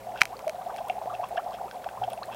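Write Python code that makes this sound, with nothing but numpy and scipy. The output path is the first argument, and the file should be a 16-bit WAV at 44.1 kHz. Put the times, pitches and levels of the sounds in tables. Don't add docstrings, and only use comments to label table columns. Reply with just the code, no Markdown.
import sys
import numpy as np
from scipy import signal
from scipy.fft import rfft, irfft
from scipy.io import wavfile

SR = 44100
rng = np.random.default_rng(int(sys.argv[2]) if len(sys.argv) > 2 else 0)


def bounce(signal):
    frames = np.transpose(np.atleast_2d(signal))
    limited = np.clip(frames, -1, 1)
    pcm = np.round(limited * 32767).astype(np.int16)
    wavfile.write(sys.argv[1], SR, pcm)


N = 103635
TIME = np.arange(N) / SR


def from_db(db):
    return 10 ** (np.asarray(db) / 20)


def add(out, s, sound):
    i = int(np.clip(s * SR, 0, N - 1))
    out[i:i + len(sound)] += sound[:N - i]


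def noise(spectrum):
    hz, db = np.transpose(spectrum)
    bins = np.maximum(np.arange(N // 2 + 1) * SR / N, 1)
    eq = from_db(np.interp(np.log(bins), np.log(hz), db))
    x = irfft(rfft(rng.standard_normal(N)) * eq, N)
    return x / x.std()


AIR_HZ, AIR_T60_S = 735, 0.034
WOBBLE_DEPTH, WOBBLE_HZ = 0.44, 170.9
CUTOFF_HZ = 15800

def bubble(db, hz, rise, length):
    t = np.arange(max(int(length * SR), 8)) / SR
    swell = np.abs(np.sin(np.pi * np.minimum(t / length, 1) ** 0.57)) ** 1.21
    pitch = np.minimum(hz * 2 ** (rise * t), CUTOFF_HZ)
    depth = WOBBLE_DEPTH * np.minimum((pitch / AIR_HZ) ** 2, 2)
    level_jitter, phase_jitter = (depth * np.interp(2 * WOBBLE_HZ * t, np.arange(32), row)
                                  for row in rng.standard_normal((2, 32)))
    shake = (1 + depth * level_jitter) / np.sqrt(1 + depth ** 4)
    phase = 2 * np.pi * (np.cumsum(pitch) / SR + rng.random())
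    return from_db(db) * swell * shake * np.sin(phase + phase_jitter)


# t/s, level/dB, starting f/Hz, rise/(octaves per s), length/s
LARGE_BUBBLES = [ (0.063, -31, 649, 12.5, 0.023), (.138, -31, 683, 8, 0.02), (0.159, -40, 1340, 48, 0.013),
                 (0.441, -30, 750, 12, 0.011), (.467, -21.5, 601, 8.5, 0.023), (.484, -27, 644, -3.5, 0.03),
                 (0.61, -33.5, 656, 20, 0.011), (0.661, -27.5, 647, 15.5, 0.027),
                 (0.678, -40, 872, 31.5, 0.041), (0.696, -38, 1060, 41, 0.014), (.697, -30, 710, 4, 0.0066),
                 (0.735, -32, 664, 13.5, 0.033), (0.774, -38.5, 724, 53, 0.019),
                 (0.803, -27.5, 615, 17.5, 0.031), (0.863, -36, 726, 32, 0.036),
                 (.898, -24, 2370, 57, 0.0067), (0.898, -20.5, 738, 0, 0.018), (0.981, -24, 730, 20, 0.01),
                 (1.014, -28.5, 704, 70, 0.009), (1.017, -31, 595, 19, 0.031),
                 (1.057, -27.5, 550, 26, 0.008), (1.067, -29, 698, 5, 0.035),
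                 (1.097, -33.5, 1148, 17, 0.016), (1.137, -29, 642, 40, 0.0094),
                 (1.193, -27, 585, 35, 0.019), (1.214, -27.5, 689, 3.5, 0.049),
                 (1.223, -31.5, 760, 23, 0.038), (1.308, -27, 665, 10, 0.014), (1.323, -27, 693, 10, 0.02),
                 (1.356, -25, 775, -12, 0.012), (1.368, -29.5, 1200, 44, 0.024),
                 (1.373, -22.5, 663.5, 10.5, 0.034), (1.382, -37.5, 860, 33, 0.028),
                 (1.46, -25.5, 676, 18, 0.02), (1.481, -31, 597, 20, 0.031),
                 (1.511, -40.5, 890, 33.5, 0.031), (1.536, -29.5, 679, 4, 0.03),
                 (1.574, -42, 836, 42.5, 0.03), (1.605, -26.5, 594, 44.5, 0.019),
                 (1.635, -33, 660, 16.5, 0.044), (1.668, -34, 870, 30, 0.022), (1.757, -28, 713, 0.5, .022),
                 (1.84, -34.5, 1290, 86, 0.0078), (1.86, -26, 673, 18.5, 0.023),
                 (1.971, -31.5, 836, 42, 0.014), (2.015, -23, 776, -8.5, 0.019),
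                 (2.029, -32.5, 1310, 42, 0.0073), (2.030, -22.5, 738, 3, 0.027),
                 (2.078, -23, 697, 13.5, 0.018), (2.1178, -30.5, 635, -19, 0.0097),
                 (2.124, -30.5, 677, 15.5, 0.024), (2.174, -29, 623, 22.5, 0.024),
                 (2.2145, -29, 663, 15, 0.016), (2.216, -35, 838, 43.5, 0.032),
                 (2.277, -32.5, 602, 12.5, 0.062)]

def large_bubbles():
    out = np.zeros(N)
    for s, db, hz, rise, length in LARGE_BUBBLES:
        add(out, s, bubble(db, hz, rise, length))
    return out


# t/s, level/dB
BOIL_VIGOUR = [(0, -4), (.35, -3.5), (.7, -1.5), (1.3, -1), (1.75, -3), (2.35, -3.5)]

def boil(per_s):
    starts = np.cumsum(rng.gamma(2, .5, size=3500)) / per_s
    vigour = np.interp(starts, *np.transpose(BOIL_VIGOUR))
    rows = np.column_stack([starts, vigour, rng.standard_normal((len(starts), 3))])
    return rows[starts < N / SR]


def gurgle():
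    direct = np.zeros(N)
    for s, vigour, size, pitch, speed in boil(per_s=75):
        db = -40 + vigour + 6 * min(size, 1)
        hz = 622.3 * 2 ** (0.295 * pitch)
        haste = 2 ** (speed / 2)
        add(direct, s, bubble(db, hz, rise=23.4 * haste, length=0.031 / haste))
    r, w = from_db(-60 / (AIR_T60_S * SR)), 2 * np.pi * AIR_HZ / SR
    bandpass = np.array([1, 0, -1]) * (1 - r * r) / 2, [1, -2 * r * np.cos(w), r * r]
    air = signal.lfilter(*bandpass, direct + 1e-18)
    return from_db(-4.5) * direct + from_db(1) * air


# t/s, level/dB, starting f/Hz
PINGS = [(.119, -36.5, 1810), (.368, -37, 4450), (.732, -45.5, 2730), (1.378, -32.5, 2740),
         (2.038, -28, 2970), (2.133, -33, 9530), (2.232, -31, 3980)]
PING_CYCLES, FIZZ_CYCLES = 11.9, 3.86

def fizz():
    out = np.zeros(N)
    for s, db, hz in PINGS:
        add(out, s, bubble(db, hz, rise=51, length=PING_CYCLES / hz))
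    for s, vigour, size, pitch, stretch in boil(per_s=1100):
        db = -54 + vigour + 4 * min(size, 2)
        hz = 2397 * 2 ** (0.763 * pitch)
        add(out, s, bubble(db, hz, rise=51, length=FIZZ_CYCLES / hz * 2 ** (stretch / 2)))
    return out


# centre t/s, rms level/dB, half length/s
GAS_SPURTS = [(0.196, -47, 0.037), (0.786, -44.5, 0.0066), (0.899, -38, 0.0017), (1.146, -44.5, 0.0065),
              (1.243, -41, 0.003), (1.373, -44.5, 0.0066), (1.543, -47.5, 0.015), (2.039, -49.5, 0.013),
              (2.108, -50, 0.008), (2.333, -48, 0.021)]
# t/s, strike level/dB
POPS = [(0.1758, -39), (.791, -48), (.886, -44.5), (1.368, -47), (1.712, -37.5), (1.844, -40), (1.889, -38),
        (2.105, -45.5), (2.12, -41), (2.1325, -40.5), (2.176, -46.5), (2.232, -44), (2.346, -40)]
# f/Hz, relative level/dB, t60/s
AIR_MODES = [(1540, -3, 0.016), (2663, 1.5, 0.012), (3290, 2, 0.0082), (5270, -2.5, 0.0029)]
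CRACKLE_PER_S, STRIKE_SCATTER_DB = 600, 3.5

def surface_bursts():
    spurts = sum(from_db(db) * np.exp(-((TIME - s) / half) ** 2) for s, db, half in GAS_SPURTS)
    bursts = rng.random(N) < CRACKLE_PER_S / SR
    pops = np.zeros(N)
    for s, db in POPS:
        add(pops, s, from_db([db]))
    rings = np.zeros((2, N))
    for k, (hz, db, t60) in enumerate(AIR_MODES):
        r, w = from_db(-60 / (t60 * SR)), 2 * np.pi * hz / SR
        strikes = np.array([bursts, pops]) * from_db(db + STRIKE_SCATTER_DB * rng.standard_normal(N))
        resonator = [0, np.sin(w)], [1, -2 * r * np.cos(w), r * r]
        rings += (-1) ** k * signal.lfilter(*resonator, strikes + 1e-18)
    crackling, popping = rings
    return spurts * crackling / crackling.std() + popping


# t/s, peak level/dB
FILM_SNAPS = [(0.771, -34), (0.884, -31), (1.197, -40), (1.2885, -32), (2.102, -31.5), (2.257, -35),
              (2.3465, -37)]
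SNAP_HIGHPASS_HZ, SNAP_T60_S = 4530, 0.0044

def film_snaps():
    out, t = np.zeros(N), TIME[:SR // 20]
    highpass = signal.butter(1, SNAP_HIGHPASS_HZ, "high", fs=SR, output="sos")
    for s, db in FILM_SNAPS:
        tick = signal.sosfilt(highpass, rng.standard_normal(len(t)) * from_db(-60 * t / SNAP_T60_S))
        add(out, s, from_db(db) * tick / np.abs(tick).max())
    return out


# t/s, strike level/dB
KNOCKS = [(0.2099, -21.5), (0.2168, 5), (0.2217, -23), (.2340, -27), (0.2547, -24.5), (.3925, -37),
          (0.4797, -31.5), (0.4954, -27.5), (0.763, -35.5)]
# f/Hz, relative level/dB, t60/s
KNOCK_MODES = [(155, -36.5, 0.019), (960, -23, 0.027), (1354, -4, 0.0066), (2320, 3.5, 0.006),
               (3210, -13.5, 0.017), (3900, -6, 0.0034), (6020, 1.5, 0.0021), (9200, -3.5, 0.0021),
               (12700, -6, 0.0021)]
CONTACT_HZ, CONTACT_DB_PER_OCTAVE = 2510, 7.5

def knocks():
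    out, t = np.zeros(N), TIME[:SR // 20]
    ring = sum((-1) ** k * from_db(db - 60 * t / t60) * np.sin(2 * np.pi * hz * t)
               for k, (hz, db, t60) in enumerate(KNOCK_MODES))
    for s, db in KNOCKS:
        corner_hz = CONTACT_HZ * 2 ** (-db / CONTACT_DB_PER_OCTAVE)
        pole = np.exp(-2 * np.pi * corner_hz / SR)
        add(out, s, from_db(db) * signal.lfilter([1 - pole], [1, -pole], ring))
    return out


# f/Hz, relative level/dB
SCRAPE_EQ = [(600, 2), (2000, 14), (6500, -5), (10000, -21)]

def scrape(centre_s=0.215, half_length_s=0.0077):
    swell = np.exp(-((TIME - centre_s) / half_length_s) ** 2)
    return from_db(-29.5) * swell * noise(SCRAPE_EQ)


# f/Hz, rms level/dB
HUM_TONES = [(59.2, -67.5), (204.6, -65.5), (410, -64), (540, -54)]
# t/s, rms level/dB
BUZZ_RIDE = [(0, -58), (.3, -62.5), (.9, -67.5), (1.12, -56), (1.4, -66.5), (1.97, -65), (2.01, -46.5),
             (2.18, -63.5), (2.35, -55)]
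# f/Hz, relative level/dB
HISS_EQ = [(25, -39), (50, -18.5), (85, -25), (200, -17.5), (330, -21), (700, -8), (1300, -25.5),
           (2200, -32.5), (4400, -36.5), (8000, -36.5), (16000, -38.5)]

def room_tone(buzz_hz=116.8):
    hum = sum(from_db(db) * np.sin(2 * np.pi * (hz * TIME + rng.random())) for hz, db in HUM_TONES)
    buzz_level = from_db(np.interp(TIME, *np.transpose(BUZZ_RIDE)))
    buzz = buzz_level * np.sin(2 * np.pi * buzz_hz * TIME)
    return from_db(-46.5) * noise(HISS_EQ) + np.sqrt(2) * (hum + buzz)


def kitchen_reverb(x, t60_s=0.093):
    t = TIME[:SR // 2]
    tail = rng.standard_normal(len(t)) * from_db(-60 * t / t60_s)
    return signal.fftconvolve(x, tail / np.linalg.norm(tail))[:N]


def scene():
    bed = room_tone()
    handling = knocks() + scrape()
    drink = surface_bursts() + film_snaps() + large_bubbles() + gurgle() + fizz()
    return (drink + from_db(-11.5) * kitchen_reverb(drink) + handling + bed)[None]


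def record(dry):
    lowpass = signal.cheby1(12, .1, CUTOFF_HZ, fs=SR, output="sos")
    return signal.sosfilt(lowpass, np.clip(dry, -1, 1))


dry = scene()
out = record(dry)
bounce(out)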